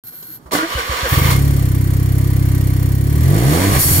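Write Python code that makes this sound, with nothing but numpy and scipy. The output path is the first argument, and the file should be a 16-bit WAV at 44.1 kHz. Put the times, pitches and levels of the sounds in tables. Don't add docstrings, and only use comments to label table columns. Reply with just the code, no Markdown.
import sys
import numpy as np
from scipy import signal
from scipy.fft import rfft, irfft
from scipy.io import wavfile
from scipy.ndimage import uniform_filter1d, minimum_filter1d

SR = 44100
rng = np.random.default_rng(int(sys.argv[2]) if len(sys.argv) > 2 else 0)


def generate_wav(sig):
    pcm = np.round(np.clip(np.atleast_2d(sig).T, -1, 1) * 32767).astype(np.int16)
    wavfile.write(sys.argv[1], SR, pcm)


def gain_from_db(level_db):
    decades = np.asarray(level_db, float) / 20
    return 10 ** decades


N = 176400
t = np.arange(N) / SR
freq = np.fft.rfftfreq(N, 1 / SR) + 1

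# time in seconds, firings per second in Hz, exhaust pulse in dB,
# load in dB, open-throttle bark in dB.
ENGINE_RUN = [(1.1, 15.8, -13.5, -42, -34), (1.2, 24, -8, -29.5, -31), (1.31, 32, -11, -29, -22),
              (1.45, 35.7, -10, -32.5, -32), (1.7, 31.7, -11, -36.5, -50), (2.3, 33, -10.5, -36.5, -76),
              (2.8, 32, -10.5, -36.5, -71), (3.04, 33.7, -11.5, -37, -51), (3.2, 38.5, -10, -33.5, -41),
              (3.3, 47, -11.5, -30, -18), (3.42, 60.2, -14.5, -24, -14), (3.55, 81, -24, -21, -15),
              (3.63, 95, -23.5, -20, -16.5), (3.7, 100, -16.5, -20.5, -18), (3.77, 95, -28.5, -17, -34),
              (3.84, 100, -26, -31, -56), (4.0, 82, -17.5, -25.5, -44)]
CATCHES_S, LIFT_S = 1.128, 3.71
SCATTER_DB, LIFT_SCATTER_DB = .35, 5
# frequency in Hz, level in dB.
PIPE_COLOUR = [(20, -46), (34, -24), (64, -5), (100, 0), (135, -4), (168, -10), (215, -23), (600, -150)]
PIPE_ECHO_S, PIPE_ECHO_DB = .018, -17
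# frequency in Hz, width in Hz, level in dB.
PIPE_MODES = [(200, 30, -33), (288, 45, -14)]
# time in seconds, level in dB.
SILENCER_RETURN = [(1.1, -24), (1.27, -20), (1.33, -24), (1.45, -19), (1.75, -33), (3.0, -31), (3.25, -21),
                   (3.45, -29), (3.6, -33)]
SILENCER_LATE_S = .0143
# frequency in Hz, width in Hz, level in dB.
BARK_MODES = [(102, 20.7, -8), (138.3, 36, 1), (210, 20, -8.5), (299, 53, -2.5), (424, 43, -9.5),
              (680, 83, -10)]
# time in seconds, level in dB.
AFTERFIRE = [(3.7385, -12), (3.7524, -20), (3.7677, -10.5), (3.7824, -14), (3.802, -13.5), (3.861, -10),
             (3.912, -12), (3.993, -12)]
# time in seconds, level in dB.
CRANK_PUFFS = [
    (0.459, -36),
    (0.755, -18.5),
    (0.897, -19),
    (1.032, -18.5),
]
# frequency in Hz, width in Hz, level in dB.
CRANK_PUFF_MODES = [(64, 14, 7.5), (108, 33, -16.5)]
# frequency in Hz, level in dB.
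GAS_COLOUR = [(30, -6), (60, 0.5), (200, -4.5), (260, -5), (345, 2), (480, -16.5), (750, -20), (1500, -55)]
GAS_DB, GAS_PER_LOAD = -34.5, .55
# frequency in Hz, level in dB.
BLOCK_COLOUR = [(300, 6), (700, 6), (1100, 0.5), (2000, 4), (3000, -2), (6000, -4), (10000, -2),
                (16000, -11)]
# frequency in Hz, width in Hz, boost in dB.
BAY_MODES = [(471, 64, 6.5), (866, 100, -5.5), (980, 68, 7), (1150, 170, 9.5), (1420, 71, -1),
             (1525, 34, 5.5), (2260, 330, 1.5), (2840, 27, 4), (4140, 62, 5)]
# frequency in Hz, level in dB.
INTAKE_COLOUR = [(1500, -28), (4000, -12.5), (7000, -6), (11000, -1), (15000, 5.5), (16000, 5.5)]
INTAKE_DB, INTAKE_PER_LOAD = -33.5, 0.51
INTAKE_LATE_S, INTAKE_DECAY_S = 0.0058, 0.0071
# frequency in Hz, level in dB.
HUM_LINES = [(1888, -57)]

# frequency in Hz, level in dB.
BLOW_OFF_COLOUR = [(2000, -8), (3800, -10), (4500, -3), (5300, -6.5), (9000, -0.5), (11500, 5),
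                   (16000, -1.5)]
BLOW_OFF_S, BLOW_OFF_DB, BLOW_RISE_S, BLOW_FADE_DB_S = 3.785, -10, 0.011, 24
LEAK_S, LEAK_DB, FLUTTER_DB = 3.68, -7, -21

# time in seconds, gear teeth per second in Hz, level in dB.
STARTER_RUN = [(.51, 259.6, -31.5), (.55, 282.5, -16), (.59, 303.4, -21.5), (.635, 328.2, -23.5),
               (.67, 310.8, -24.5), (.73, 500, -22.5), (.8, 503.8, -23.5), (1.1, 490, -21),
               (1.31, 513, -18.5), (1.39, 485, -36)]
LURCH_DB, LURCH_LATE_S, LURCH_S, LURCH_SAG = 4, .031, .017, .12
# frequency in Hz, level in dB.
GRIND_COLOUR = [(200, -7), (600, -4), (1200, 1), (2200, 0), (3500, -2.5), (6000, -9), (10000, -14.5),
                (16000, -17.5)]
# frequency in Hz, width in Hz, level in dB.
HOUSING_MODES = [(321, 100, 4), (490, 126, -1.5), (658, 27, -4.5), (1166, 330, -9.5), (1470, 240, -3)]
TEETH_DB = -6.5
# time in seconds, level in dB, half length in seconds.
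PINION_BITES = [
    (0.551, 10, 0.01),
    (0.589, 6.5, 0.01),
    (0.64, 8, 0.022),
]
# time in seconds, half length in seconds, frequency in Hz, glide in Hz per second,
# level in dB.
GEAR_WHINE = [(.545, .02, 1525, 0, -4), (0.557, 0.045, 2044, -500, -10), (0.624, 0.038, 1400, 0, 3),
              (0.753, .04, 2980, -600, -7), (.795, 0.027, 1520, 0, -1), (1.066, 0.039, 1575, 2500, -9),
              (1.121, .03, 1740, 2000, -6), (1.256, 0.05, 2300, 2000, -8), (.55, .04, 186, 300, -6),
              (1.149, 0.024, 1110, 2, -8), (1.301, 0.07, 968, 300, -5.5)]
WHINE_ROUGH_RAD = 1.2
FREEWHEEL_HZ, FREEWHEEL_DB = 2135, -26

# time in seconds, level in dB, decay in seconds, brightness in dB.
KNOCK_HITS = [
    (.118, -44, 0.026, 0),
    (0.224, -36, 0.0092, 4),
    (0.457, -35, 0.032, -14),
    (0.516, -15.5, 0.024, -1),
    (0.53, -10.5, 0.015, 0.5),
    (0.548, -18.5, 0.028, -2),
    (1.299, -22.5, 0.039, 5),
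]
RELAY_S, RELAY_HZ, RELAY_DB, RELAY_LEN_S = 0.303, 316, -43, .014

# start in seconds, end in seconds, level in dB.
PUMP_RUNS = [
    (0.032, 0.356, -35.5),
    (.68, 1.057, -37.5),
]
# frequency in Hz, width in Hz, level in dB.
PUMP_MODES = [(12350, 390, 3), (11500, 850, -10.5), (14400, 1200, -24), (1480, 150, -6), (4200, 310, -11.5),
              (7800, 15600, -10.5), (1540, 2700, -12)]
# frequency in Hz, level in dB.
FLOOR_COLOUR = [(30, -24), (70, -18), (130, -5.5), (300, -15), (600, -24), (1200, -23.5), (2200, -38),
                (8000, -40), (16000, -39)]
FLOOR_DB, STARTS_S = -51.5, .037
KEY_S, KEY_DB = 0.453, 8.5

# frequency in Hz, likeness from 0 to 1, extra left lag in radians,
# left minus right in dB.
PHONE_PORTS = [(60, .998, -.38, -1), (330, .9, -1.8, -3.5), (700, .45, -2.2, -6), (2400, .6, -1.7, -1.8),
               (4300, .55, .2, -1), (6100, .97, 3.14, -.6), (8300, .65, 3.6, -.3), (9700, 1, 3.14, 0)]
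WIDEN_LAG, WIDEN_CROSS, WIDEN_FROM_HZ = 29, .54, 4500
TOP_HZ, LIMIT = 15720, .96


def unit(x):
    return x / np.sqrt(np.mean(x ** 2))


def curve(table, at=None, axis=1):
    a = np.array(table, float)
    if at is None:
        return np.interp(t, a[:, 0], a[:, axis])
    return np.interp(np.log(at), np.log(a[:, 0]), a[:, axis])


def colour(table):
    return gain_from_db(curve(table, freq))


def ring(modes):
    return sum(gain_from_db(db) / (1 + 1j * (freq ** 2 - hz ** 2) / (freq * width)) for hz, width, db in modes)


def bay(table):
    boost = sum(db / (1 + (2 * (freq - hz) / width) ** 2) for hz, width, db in BAY_MODES)
    return gain_from_db(curve(table, freq) + boost)


def delay(seconds):
    return np.exp(-2j * np.pi * freq * seconds)


def through(x, response):
    return irfft(rfft(x) * response, N)


def air(response):
    return unit(through(rng.standard_normal((3, N)), response))


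def walk(rate):
    k = int(SR / rate)
    steps = np.repeat(rng.standard_normal(N // k + 1), k)
    return 1.3 * uniform_filter1d(uniform_filter1d(steps, k), k)[:N]


def clicks(table):
    x = np.zeros(N)
    x[[int(row[0] * SR) for row in table]] = gain_from_db([row[1] for row in table])
    return x


def pulses(hz, start_s, scatter_db):
    on = t >= start_s
    turns = np.floor(np.cumsum(hz * on) / SR + on).astype(int)
    return np.diff(turns, prepend=0) * gain_from_db(scatter_db * rng.standard_normal(N)[turns])


def fade(start_s, rise_s, decay_s):
    d = np.maximum(t - start_s, 0)
    return (1 - np.exp(-d / rise_s)) * np.exp(-d / decay_s)


def swell(middle_s, half_s):
    return np.exp(-((t - middle_s) / half_s) ** 2)


def exhaust(fire):
    low = (freq / 40) ** 2
    steep = low / (1 + low) / (1 + (freq / 335) ** 10)
    echo = 1 - gain_from_db(PIPE_ECHO_DB) * delay(PIPE_ECHO_S)
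    pipe = colour(PIPE_COLOUR) * echo - ring(PIPE_MODES) * steep
    thump = through(fire * gain_from_db(curve(ENGINE_RUN, axis=2)) + clicks(AFTERFIRE), pipe)
    puff_tone = ring(CRANK_PUFF_MODES) * steep / (1 + (freq / 160) ** 4)
    cranking = through(clicks(CRANK_PUFFS), puff_tone)
    bark_tone = sum(np.abs(ring([mode])) ** 2 for mode in BARK_MODES) * freq ** 2 / (freq ** 2 + 40 ** 2)
    bark = through(fire * gain_from_db(curve(ENGINE_RUN, axis=4)) + 0.091 * clicks(AFTERFIRE), bark_tone)
    returned = through(fire * gain_from_db(curve(SILENCER_RETURN)), pipe * delay(SILENCER_LATE_S))
    return 490 * (thump + bark + returned) + 520 * cranking


def intake_puffs(fire):
    gulp = fade(INTAKE_LATE_S, 0.0025, INTAKE_DECAY_S)[:4000]
    puff = signal.fftconvolve(fire * gain_from_db(1.6 * rng.standard_normal(N)), gulp)[:N]
    return puff / (uniform_filter1d(puff, size=4000) + 0.035)


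def rev_roar():
    tone = ring([(334, 180, -1.5), (500, 88, -1), (744, 120, -3.5)]) ** 2
    shape = swell(3.58, 0.045) + 0.55 * swell(3.44, 0.15)
    return air(tone) * gain_from_db(-25 + 2.7 * walk(50)) * shape


def engine():
    scatter = np.where(t < LIFT_S, SCATTER_DB, LIFT_SCATTER_DB)
    fire = pulses(curve(ENGINE_RUN) * (1 + .004 * walk(11)), CATCHES_S, scatter)
    load = curve(ENGINE_RUN, axis=3) + 41
    on = np.clip((t - CATCHES_S) / 0.055 + 1, 0, 1)
    puff = intake_puffs(fire)
    gas = air(colour(GAS_COLOUR)) * gain_from_db(GAS_DB + GAS_PER_LOAD * load + 0.61 * walk(9.18))
    gas = gas * (0.67 + 0.38 * puff)
    block = air(bay(BLOCK_COLOUR)) * gain_from_db(load - 36.5 + 0.44 * walk(8.2)) * (0.64 + 0.13 * puff)
    intake = air(colour(INTAKE_COLOUR)) * gain_from_db(INTAKE_DB + INTAKE_PER_LOAD * load) * (0.12 + 0.83 * puff)
    hums = sum(gain_from_db(db + 4.5) * np.sin(2 * np.pi * hz * t) for hz, db in HUM_LINES)
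    return exhaust(fire) + on * (gas + rev_roar() + block + intake + hums)


def blow_off():
    decay_s = 20 / np.log(10) / BLOW_FADE_DB_S
    shape = fade(BLOW_OFF_S, BLOW_RISE_S, decay_s) + gain_from_db(LEAK_DB) * fade(LEAK_S, .05, .2)
    hiss = air(colour(BLOW_OFF_COLOUR)) * shape * gain_from_db(BLOW_OFF_DB + 1.5 * walk(40))
    flutter = air(ring([(1098, 98, 7), (2300, 240, -12)])) * fade(LEAK_S + 0.016, 0.017, .12)
    return hiss + flutter * gain_from_db(FLUTTER_DB + 2.5 * walk(60))


def gear_whine():
    whine = np.zeros(N)
    for s, half_s, hz, glide, db in GEAR_WHINE:
        phase = 2 * np.pi * (hz + glide * (t - s) / 2) * (t - s) + WHINE_ROUGH_RAD * walk(200)
        whine += gain_from_db(db + 3 * walk(40)) * swell(s, half_s) * np.sin(phase)
    return whine


def starter():
    late = [(t - s - LURCH_LATE_S) / LURCH_S for s, _ in CRANK_PUFFS[1:]]
    lurch = sum(np.exp(-u ** 2) for u in late)
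    sag = sum(u * np.exp(-u ** 2 / 4) for u in late)
    on = (t > STARTER_RUN[0][0]) * np.clip((STARTER_RUN[-1][0] + 0.043 - t) / .05, 0, 1)
    on = on * gain_from_db(curve(STARTER_RUN, axis=2))
    meshing = pulses(curve(STARTER_RUN) * (1 - LURCH_SAG * sag + .03 * walk(150)), 0, 3.5)
    teeth = unit(through(meshing, ring(HOUSING_MODES) / (1 + (freq / 2500) ** 4)))
    bites = sum(gain_from_db(db) * swell(s, half_s) for s, db, half_s in PINION_BITES)
    teeth = teeth * gain_from_db(TEETH_DB + 1.4 * walk(30.15)) * (lurch * gain_from_db(LURCH_DB) + gain_from_db(-10.5) + bites)
    grind = air(bay(GRIND_COLOUR)) * gain_from_db(.6 * LURCH_DB * lurch + 1.2 * walk(40))
    free = air(ring([(FREEWHEEL_HZ, 45, 0)])) * gain_from_db(FREEWHEEL_DB) * swell(1.28, 0.083)
    spin_shape = np.clip((t - 1.07) / 0.018, 0, 1) * np.clip((1.37 - t) / 0.083, 0, 1)
    spin = air(colour(INTAKE_COLOUR)) * gain_from_db(-20.5) * spin_shape
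    return on * (grind + teeth + gear_whine()) + free + spin


def knocks():
    dull = air(bay([(100, -17.0), (300, 4.5), (480, -3.0), (700, 0.5), (1300, -7.5), (3000, -27),
                    (16000, -56)]))
    bright = air(bay([(1000, -15), (4000, 1.0), (16000, -2)]))
    hits = sum(gain_from_db(db) * fade(s, 0.004, decay_s) * (dull + gain_from_db(bright_db) * bright)
               for s, db, decay_s, bright_db in KNOCK_HITS)
    relay = gain_from_db(RELAY_DB + 3) * np.sin(2 * np.pi * RELAY_HZ * t) * swell(RELAY_S, RELAY_LEN_S)
    return hits + relay


def pump():
    runs = sum(gain_from_db(db) * (t > start) * np.clip((end - t) / 0.038 + 1, 0, 1) for start, end, db in PUMP_RUNS)
    return air(ring(PUMP_MODES) ** 2) * runs * gain_from_db(2.0 * walk(30.0))


def background():
    level_db = FLOOR_DB + KEY_DB * swell(KEY_S, 0.11) - 10 * (t > .56) + 2.0 * walk(10.8)
    return air(colour(FLOOR_COLOUR)) * gain_from_db(level_db)


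def scene():
    a, b, c = rfft(engine() + blow_off() + starter() + knocks() + pump() + background())
    late = delay(WIDEN_LAG / SR)
    cross = WIDEN_CROSS / (1 + (WIDEN_FROM_HZ / freq) ** 6)
    norm = 1 / np.sqrt(1 + cross ** 2)
    like = np.clip(curve(PHONE_PORTS, freq), 0, 1)
    turn = np.exp(-1j * curve(PHONE_PORTS, freq, axis=2))
    pan = gain_from_db(curve(PHONE_PORTS, freq, axis=3) / 2)
    same = (late * a + cross * b) * turn * norm
    left = like * same + np.sqrt(1 - like ** 2) * c * late * turn
    right = (a + cross * late * b) * norm
    return irfft(np.array([left * pan, right / pan]), N) * (t > STARTS_S)


def low_pass(x):
    return signal.sosfilt(signal.butter(12, 15730, fs=SR, output="sos"), x)


def record(dry):
    x = signal.sosfilt(signal.ellip(10, .2, 60, TOP_HZ, fs=SR, output="sos"), dry)
    peak = np.abs(x).max(axis=0)
    room = minimum_filter1d(LIMIT / np.maximum(peak, LIMIT), size=1801)
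    mix = x * uniform_filter1d(room, size=1800)
    return low_pass(mix)


dry = scene()
out = record(dry)
generate_wav(out)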